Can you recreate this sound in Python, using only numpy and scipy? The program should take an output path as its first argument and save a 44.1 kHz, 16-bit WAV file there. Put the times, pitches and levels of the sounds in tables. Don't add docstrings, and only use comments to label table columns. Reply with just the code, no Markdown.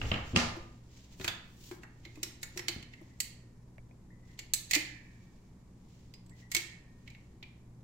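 import sys
import numpy as np
from scipy import signal
from scipy.fft import rfft, irfft
from scipy.io import wavfile
from scipy.ndimage import uniform_filter1d

SR = 44100
rng = np.random.default_rng(int(sys.argv[2]) if len(sys.argv) > 2 else 0)


def int16_out(signal):
    q = np.round(np.clip(np.atleast_2d(signal).T, -1, 1) * 32767)
    wavfile.write(sys.argv[1], SR, q.astype(np.int16))


N = 345511
TIME_S = np.arange(N) / SR
AGE_S = np.arange(SR) / SR

# (frequency [Hz], density [dB per Hz])
RUMBLE_COLOUR = [(20, -3.5), (58, -8), (120, -5.5), (190, -8.5), (310, -15), (660, -28), (1000, -27.5),
                 (1330, -35.5), (2200, -37.5), (2900, -52), (7500, -42.5), (9000, -47.5), (12500, -49.5),
                 (14500, -63.5)]
RUMBLE_DB = -56.5
# (frequency [Hz], mean level [dB])
HUM_PARTIALS = [(59.6, -65.5), (119.3, -60), (180, -67.5), (240, -71.5)]
# (middle [s], length [s], peak level [dB])
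SWAY_STROKES = [(.05, .28, -38), (.5, 0.36, -47.5), (2.5, 0.65, -59)]
# (frequency [Hz], density [dB per Hz])
SWAY_COLOUR = [(20, 6.5), (45, 5), (110, 7.5), (200, -13.5), (500, -11.5), (1500, -52)]

# (middle [s], length [s], relative level [dB])
SLEEVE_STROKES = [(.07, 0.18, -47.5), (.29, 0.082, -53.5), (.58, 0.38, -68), (.99, .14, -58.5),
                  (1.135, 0.041, -56.5), (2.2, 0.35, -65.5), (2.55, 0.06, -59), (3.05, 0.19, -69.5),
                  (4.31, 0.089, -68), (5.15, .55, -74), (5.97, 0.24, -70.5), (6.4, 0.068, -62),
                  (7.1, 0.3, -76.5)]
# (middle [s], length [s], relative level [dB])
PALM_STROKES = [(1.26, 0.1, -44.5), (1.53, 0.18, -63.5), (1.68, 0.13, -51)]
# (frequency [Hz], density [dB per Hz])
CLOTH_COLOUR = [(300, -12.5), (1000, -11.5), (2200, 5), (3500, 4.5), (7300, 4.5), (9000, -14), (11000, -14),
                (15000, -9.5)]
SKIN_COLOUR = [(1000, -20), (3000, -0.5), (7300, -0.5), (9000, -10), (11000, -12.5), (15500, -5)]
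RUSTLE_REL_DB = -75.5

# (time [s], clack level [dB], relative thud level [dB])
PANEL_KNOCKS = [(0.015, -40, -36), (0.055, -50.5, -36.5), (0.1158, -32.5, -30.5), (.140, -38.5, -35),
                (0.179, -49, -38.5), (0.332, -60.5, -31.5), (0.345, -57, -28.5), (1.198, -62, -39),
                (2.179, -83, -48), (2.763, -74, -39)]
# (nominal frequency [Hz], relative level [dB], t60 [s])
PANEL_MODES = [(709.6, -2.5, 0.32), (928, -5, 0.12), (1189, -4.5, 0.23), (1213, 5.5, 0.36),
               (1630, -14.5, .25), (1910, -2, 0.22), (2070, -4, 0.15), (2370, -17.5, 0.38),
               (2520, -5, 0.47), (2690, -2.5, 0.233), (2730, -7.5, .25), (3130, -18.5, 0.1)]
# (frequency [Hz], density [dB per Hz])
CLACK_COLOUR = [(120, -16), (250, -1.5), (600, 7), (1200, 3.5), (2200, 5), (3100, -5), (3900, -1),
                (5000, -4), (7200, -14), (9000, -28.5), (15000, -47.5)]
THUD_COLOUR = [(20, -21), (50, -14), (85, 5), (130, -4.5), (250, -1.5), (400, -14), (900, -32.5),
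               (2500, -73.5)]
BOOM_HZ = 240
KNOCK_TILT_DB_PER_OCT, SLAP_TILT_DB_PER_OCT = -11.5, 7.2
SLAP_S, SLAP_DB, SLAP_THUD_REL_DB = 0.3609, -25, -23
REBOUND_S, REBOUND_GAP_S = 0.372, 0.027
REBOUND_DB, REBOUND_THUD_REL_DB, REBOUND_LOSS_DB = -30.5, -26.5, 6.5

# (centre [Hz], t60 [s], level [dB])
ROOM_BANDS = [(80, 0.52, -8), (288, 0.66, -11.5), (1003, 0.55, -3.5), (2160, 0.52, -6), (4070, 0.47, -8.5),
              (7500, .4, -12.5), (11000, .3, -9), (15180, 0.23, -12)]

# (time [s], relative level [dB], pitch [Hz])
CARTRIDGE_BUMPS = [(0.565, -41, 336), (1.2, -41.5, 379), (1.244, -44, 334), (1.712, -38, 359),
                   (2.059, -51, 334), (2.172, -46.5, 308), (2.231, -46.5, 352), (2.268, -52, 326),
                   (2.56, -45, 361), (2.59, -42.5, 352), (2.689, -40.5, 340), (3.012, -47.5, 327),
                   (4.761, -32.5, 304), (6.563, -43, 340)]
# (frequency [Hz], density [dB per Hz])
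RUB_COLOUR = [(100, -16), (230, 0.5), (350, 13.5), (600, -10.0), (1200, -39.5)]
WALL_COLOUR = [(400, -19.5), (590, 3.5), (690, -6.5), (820, -2.5), (1100, -8), (1600, -27.5)]
WALL_T60_S = 0.06

# (time [s], relative click level [dB], relative frame level [dB], tilt [dB per octave],
#  struck-part pitch [Hz], left minus right [dB])
GUN_CLICKS = [ (1.197, -54.5, -62, -5, 2520, -6), (1.211, -48, -50, -9, 3800, 1),
              (1.244, -35.5, -44, -6, 2500, -1.5), (1.278, -29, -41.5, -10.5, 3480, -2.5),
              (1.712, -53, -55.5, -17, 2200, -2), (1.833, -59, -50.5, -5, 1850, -1),
              (2.051, -50.5, -49.5, -15, 2150, -4), (2.156, -60, -60, -3, 2520, -5),
              (2.2302, -32, -42, -0.5, 5460, -2), (2.43, -39, -40, 0, 7000, -2),
              (2.574, -39.5, -40.5, -1, 5600, -4), (2.592, -42, -39, -8.5, 5300, -6),
              (2.6825, -29, -36, -7, 4400, -5), (2.826, -53, -54, -8.5, 3000, -2.5),
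              (2.936, -59, -47.5, -12.5, 2660, -4), (3.2023, -28.5, -41, 2.5, 7870, -5),
              (4.39, -42, -44.5, -7.5, 7250, -1), (4.5358, -23.5, -49.5, 3, 7900, -3.5),
              (4.7101, -29, -32, -1, 2250, -2.5), (4.7333, -25.5, -27, -6, 7200, -7),
              (4.7429, -29.5, -29, -9, 2380, -2), (4.7498, -23.5, -42.5, -3, 2400, -5.5),
              (4.7598, -40.5, -28, -3, 2380, -2.5), (6.138, -54.5, -65, -8, 5000, -2.5),
              (6.262, -68.5, -83.5, -2.5, 7740, -2), (6.294, -66.5, -84, -3.5, 7700, -5),
              (6.516, -37, -42.5, -0.5, 2100, -2.5), (6.5475, -25, -28.5, -2.5, 2250, -2),
              (6.565, -27.5, -48, -3.5, 2230, -5.5), (7.076, -54, -52, -14.5, 2180, -5),
              (7.101, -59, -73, -10, 2390, -2), (7.148, -61.5, -56, -19, 2170, 0),
              (7.427, -47.5, -60, -23, 2385, -3)]
# (nominal frequency [Hz], relative level [dB], t60 [s])
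FRAME_MODES = [(1836, -8.5, 0.042), (1970, -3.5, 0.049), (2183, -1, 0.038), (2224, -12, 0.034),
               (2608, 2.5, 0.013)]
PART_MODES = [(2760, -1.5, 0.0097), (3570, -10.5, 0.028), (3955, -1.5, 0.038), (4160, -10.5, 0.06),
              (4335, 6.5, 0.032), (4770, -9, 0.085), (5000, -7.5, 0.051), (6080, -3, 0.056),
              (6430, 2.5, 0.0093), (7410, -4.5, 0.055), (8170, -7, 0.09), (9200, -16.5, 0.01)]
# (nominal frequency [Hz], relative level [dB], t60 [s])
SPRING_MODES = [(1847, 2.5, 1.3), (2280, -3, 1.5)]
# (frequency [Hz], density [dB per Hz])
STEEL_COLOUR = [(900, -21), (1500, -27.5), (2000, -2), (3200, -2.5), (4400, 0.5), (5600, -1), (7400, 5),
                (8200, -3), (9000, -4.5), (11000, -11), (13000, -8.5), (15500, -14.5)]
CHINK_COLOUR = [(7000, -38.5), (11000, -14), (12500, -4), (14300, 2.5), (15700, -2.5), (17000, -16)]
SPRING_COLOUR = [(1300, -36.5), (1750, 2), (2000, -9), (2350, -1.5), (2700, -12), (3600, -39)]
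RATTLE_COLOUR = [(150, -0.5), (350, -7), (700, -4.5), (1200, -2.5), (1700, 4), (2600, -25.5), (5000, -41.5)]
# (time [s], rattle relative to blow [dB])
CARTRIDGE_PLAY = [(1.2, -1.5), (1.85, 1.5), (2.05, -17.5), (2.6, -12), (3.2, -24), (4.7, -20.5), (6.5, -18)]

# (time [s], relative level [dB])
ROD_SLIPS = [(2.985, -61), (3.106, -66), (4.104, -62), (4.227, -68.5), (4.29, -57), (6.311, -58.5),
             (6.418, -58.5)]
CREAK_HZ, CREAK_T60_S = 1975, 0.22
SLIP_HZ, SLIP_T60_S = 1850, 0.035

# (time [s], burst level [dB], nominal ring [Hz])
AIR_POPS = [(3.782, -55.5, 2290), (3.911, -63, 2470)]
# (frequency [Hz], density [dB per Hz])
POP_COLOUR = [(300, -27), (700, 15), (1200, -17), (2200, 7), (2800, -13), (4000, -45)]

TOP_HZ = 15800


def undb(db):
    return 10 ** (np.asarray(db) / 20)


def unit(x):
    return x / np.sqrt(np.mean(x ** 2))


def blow(x, db):
    head = x[:, :441]
    return undb(db) * x / np.sqrt(np.mean(head ** 2, axis=1, keepdims=True))


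def along(table, at):
    return np.interp(at, *np.transpose(table))


def fade(t60_s):
    return np.exp(-np.log(1000) * AGE_S / max(t60_s, 0.002))


def rise(seconds):
    return 1 - np.exp(-AGE_S / max(seconds, 1e-5))


def slope(hz, tilt):
    return tilt * np.log2(np.maximum(hz, 3000) / 3000)


def noise(colour, size, tilt=0, alike_hz=600, alike=0.025):
    hz = np.maximum(np.fft.rfftfreq(size, 1 / SR), 1)
    table_hz, table_db = np.transpose(colour)
    colour_db = np.interp(np.log(hz), np.log(table_hz), table_db)
    gain = undb(colour_db + slope(hz, tilt))
    likeness = np.clip(alike + (1 - alike) / (1 + (hz / alike_hz) ** 2), 0, 0.99)
    white = rfft(rng.standard_normal((2, size)))
    mid, side = white * gain * np.sqrt([1 + likeness, 1 - likeness])
    return unit(irfft(np.array([mid + side, mid - side]), size))


def ring(modes, tilt=0, scatter_db=3, detune=0.0043):
    out = 0
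    for hz, db, t60_s in modes:
        size, shift, phase, lag = rng.standard_normal(4)
        channel_lag = np.array([[0], [lag]]) * min(hz / 1500, np.pi)
        turn = 2 * np.pi * hz * (1 + detune * shift) * AGE_S
        wave = np.sin(turn + np.pi * phase + channel_lag)
        out = out + undb(db + slope(hz, tilt) + scatter_db * size) * fade(t60_s) * wave
    return out


def cluster(hz, width, t60_s):
    skirt = np.exp(abs(width))
    band = [(hz / skirt ** 4, -60), (hz / skirt, -12), (hz, 0), (hz * skirt, -12), (hz * skirt ** 4, -60)]
    return noise(band, SR) * fade(t60_s)


def swells(strokes):
    return sum(undb(db) * 0.5 ** ((2 * (TIME_S - s) / length_s) ** 2) for s, length_s, db in strokes)


def lead_in(colour, db, t60_s, tilt=0):
    decay = blow(noise(colour, SR, tilt) * fade(t60_s), db)
    return decay[:, 705::-1]


def add(track, s, sound, pan_db=0):
    start = max(int(s * SR), 0)
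    part = sound[:, :N - start]
    sides = unit(undb(np.array([[pan_db], [-pan_db]]) / 2))
    track[:, start:start + part.shape[1]] += part * sides


def background(waver_db=2):
    hum = 0
    for hz, db in HUM_PARTIALS:
        waver = np.interp(TIME_S, np.linspace(0, TIME_S[-1], 32), rng.standard_normal(32))
        sine = np.sin(2 * np.pi * (hz * TIME_S + rng.random()))
        hum = hum + np.sqrt(2) * undb(db + waver_db * waver) * sine
    sway = noise(SWAY_COLOUR, N) * swells(SWAY_STROKES)
    rumble = noise(RUMBLE_COLOUR, N, alike_hz=690) * undb(RUMBLE_DB)
    return rumble + hum + sway


def sleeves(grain_db=1.5, pan_db=-1, level_db=-5):
    out = np.zeros((2, N))
    cloth_motion = swells(SLEEVE_STROKES) + undb(RUSTLE_REL_DB)
    for colour, motion in ((CLOTH_COLOUR, cloth_motion), (SKIN_COLOUR, swells(PALM_STROKES))):
        grain = unit(uniform_filter1d(rng.standard_normal(N), size=400))
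        add(out, 0, noise(colour, N) * motion * undb(level_db + grain_db * grain), pan_db)
    return out


def panel_blows(count=4, edge_db=2, slap_edge_db=0.5, rebound_edge_db=-11):
    blows = [(s, db, db + edge_db, thud_db, KNOCK_TILT_DB_PER_OCT) for s, db, thud_db in PANEL_KNOCKS]
    blows.append((SLAP_S, SLAP_DB, SLAP_DB + slap_edge_db, SLAP_THUD_REL_DB, SLAP_TILT_DB_PER_OCT))
    for k in range(count):
        s = REBOUND_S + k * REBOUND_GAP_S
        db = REBOUND_DB - k * REBOUND_LOSS_DB
        thud_db = REBOUND_THUD_REL_DB - k * REBOUND_LOSS_DB
        blows.append((s, db, db + rebound_edge_db, thud_db, SLAP_TILT_DB_PER_OCT))
    return blows


def panel(crack_t60_s=0.017, chatter_db=-11.5, chatter_t60_s=0.38, modes_db=-13.0, thud_t60_s=0.12,
          pan_db=-2, scrape_db=-17, boom_db=-7, boom_t60_s=0.33):
    out = np.zeros((2, N))
    for s, clack_db, edge_db, thud_db, tilt in panel_blows():
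        crack = noise(CLACK_COLOUR, SR, tilt, alike_hz=350) * fade(crack_t60_s) * rise(0.0013)
        crack = blow(crack, clack_db)
        edge = blow(cluster(2850, 0.17, 0.033) * rise(0.00029), edge_db)
        chatter = noise(CLACK_COLOUR, SR, tilt, alike_hz=350) * fade(chatter_t60_s) * rise(0.01)
        chatter = blow(chatter, clack_db + chatter_db)
        modes = ring(PANEL_MODES, scatter_db=2, detune=0.001)
        board = blow(modes * rise(0.0013), clack_db + modes_db)
        boom_wave = np.sin(2 * np.pi * (BOOM_HZ * AGE_S + rng.random()))
        boom = undb(clack_db + boom_db) * boom_wave * fade(boom_t60_s)
        thud = undb(thud_db) * noise(THUD_COLOUR, SR) * fade(thud_t60_s) * rise(0.0011)
        scrape = lead_in(CLACK_COLOUR, clack_db + scrape_db, 0.032, tilt)
        add(out, s - scrape.shape[1] / SR, scrape, pan_db)
        add(out, s, crack + edge + chatter + board, pan_db)
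        add(out, s, thud + boom, pan_db=0.5)
    return out


def room(near, gap_s=0.0069, build_s=0.0062):
    hz = np.maximum(np.fft.rfftfreq(SR, 1 / SR), 1)
    centres = np.log([row[0] for row in ROOM_BANDS])
    echoes = rfft(noise([(20, 0), (20000, 0)], SR))
    onset = 1 - np.exp(-np.maximum(AGE_S - gap_s, 0) / build_s)
    response = 0
    for share, (_, t60_s, db) in zip(np.eye(len(ROOM_BANDS)), ROOM_BANDS):
        envelope = fade(t60_s) * onset
        band = irfft(echoes * np.interp(np.log(hz), centres, share), SR)
        response = response + undb(db) * band * envelope / np.linalg.norm(envelope)
    mixed = 0.99 * near + 0.18 * near[::-1]
    return signal.fftconvolve(mixed, response, axes=1)[:, :N]


def cartridge(pan_db=2, rub_db=-9, t60_s=0.071, note_db=-4, wall_db=-14):
    out = np.zeros((2, N))
    for s, db, hz in CARTRIDGE_BUMPS:
        note = np.sqrt(2) * np.sin(2 * np.pi * hz * AGE_S)
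        rub = undb(rub_db) * noise(RUB_COLOUR, SR, alike_hz=350)
        body = blow((note + rub) * fade(t60_s) * rise(0.014), db + note_db)
        wall = blow(noise(WALL_COLOUR, SR) * fade(WALL_T60_S) * rise(0.00064), db + wall_db)
        add(out, s, body + wall, pan_db)
    return out


def gun(click_t60_s=0.05, parts_db=-10, crack_db=-1.0, frame_db=-3.0, spring_db=-28, spring_t60_s=1.0,
        rattle_t60_s=0.11, chink_t60_s=0.025, scrape_db=-15, scrape_t60_s=0.091, chink_db=-11,
        chink_per_tilt=0.63, sing_db=-33):
    out = np.zeros((2, N))
    for s, click_db, ring_db, tilt, _, pan_db in GUN_CLICKS:
        crack = noise(STEEL_COLOUR, SR, tilt, alike=0.027) * fade(click_t60_s) * rise(0.00058)
        crack = blow(crack, click_db + crack_db)
        chink = noise(CHINK_COLOUR, SR, alike=0.05) * fade(chink_t60_s) * rise(0.0003)
        chink = blow(chink, click_db + chink_db + chink_per_tilt * tilt)
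        parts = blow(ring(PART_MODES, tilt, detune=0.025) * rise(0.0009), click_db + parts_db)
        frame = blow(ring(FRAME_MODES, detune=0.023) * rise(0.0017), ring_db + frame_db)
        spring = blow(noise(SPRING_COLOUR, SR) * fade(spring_t60_s), ring_db + spring_db)
        sing = blow(ring(SPRING_MODES), ring_db + sing_db)
        rattle = noise(RATTLE_COLOUR, SR, alike_hz=350) * fade(rattle_t60_s) * rise(0.00049)
        rattle = blow(rattle, (click_db + ring_db) / 2 + along(CARTRIDGE_PLAY, s))
        add(out, s, crack + chink + parts + frame + spring + sing + rattle, pan_db)
        snap_db = max(click_db - ring_db, 0)
        scrape = lead_in(STEEL_COLOUR, ring_db - snap_db + scrape_db, scrape_t60_s, tilt)
        add(out, s - scrape.shape[1] / SR, scrape, pan_db)
    return out


def tinks(tink_db=-16, growth=0.77, width=0.045, t60_s=0.09, linger_db=-13, linger_t60_s=0.18, pan_db=-5):
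    out = np.zeros((2, N))
    for s, click_db, _, _, hz, _ in GUN_CLICKS:
        linger = undb(linger_db) * cluster(hz, width / 2, linger_t60_s)
        tink = cluster(hz, width, t60_s) + linger
        add(out, s, blow(tink * rise(0.00073), tink_db + growth * click_db), pan_db)
    return out


def creak(width=0.065, build_s=0.008, slip_db=-1, pan_db=1):
    out = np.zeros((2, N))
    for s, db in ROD_SLIPS:
        slip = undb(slip_db) * cluster(SLIP_HZ, width, SLIP_T60_S) * rise(0.00055)
        song = cluster(CREAK_HZ, width, CREAK_T60_S) * rise(build_s)
        add(out, s, undb(db) * (slip + song), pan_db)
    return out


def nozzle(ring_db=-7, ring_t60_s=0.049):
    out = np.zeros((2, N))
    for s, db, hz in AIR_POPS:
        burst = blow(noise(POP_COLOUR, SR) * fade(0.028), db)
        tone = blow(ring([(hz, 0, ring_t60_s)]), db + ring_db)
        add(out, s, burst + tone)
    return out


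def scene():
    near = sleeves() + panel() + cartridge() + gun() + tinks() + creak()
    return near + room(near) + nozzle() + background()


def record(dry):
    low_pass = signal.ellip(10, 0.2, 70, TOP_HZ, fs=SR, output="sos")
    return signal.sosfilt(low_pass, dry)


dry = scene()
out = record(dry)
int16_out(out)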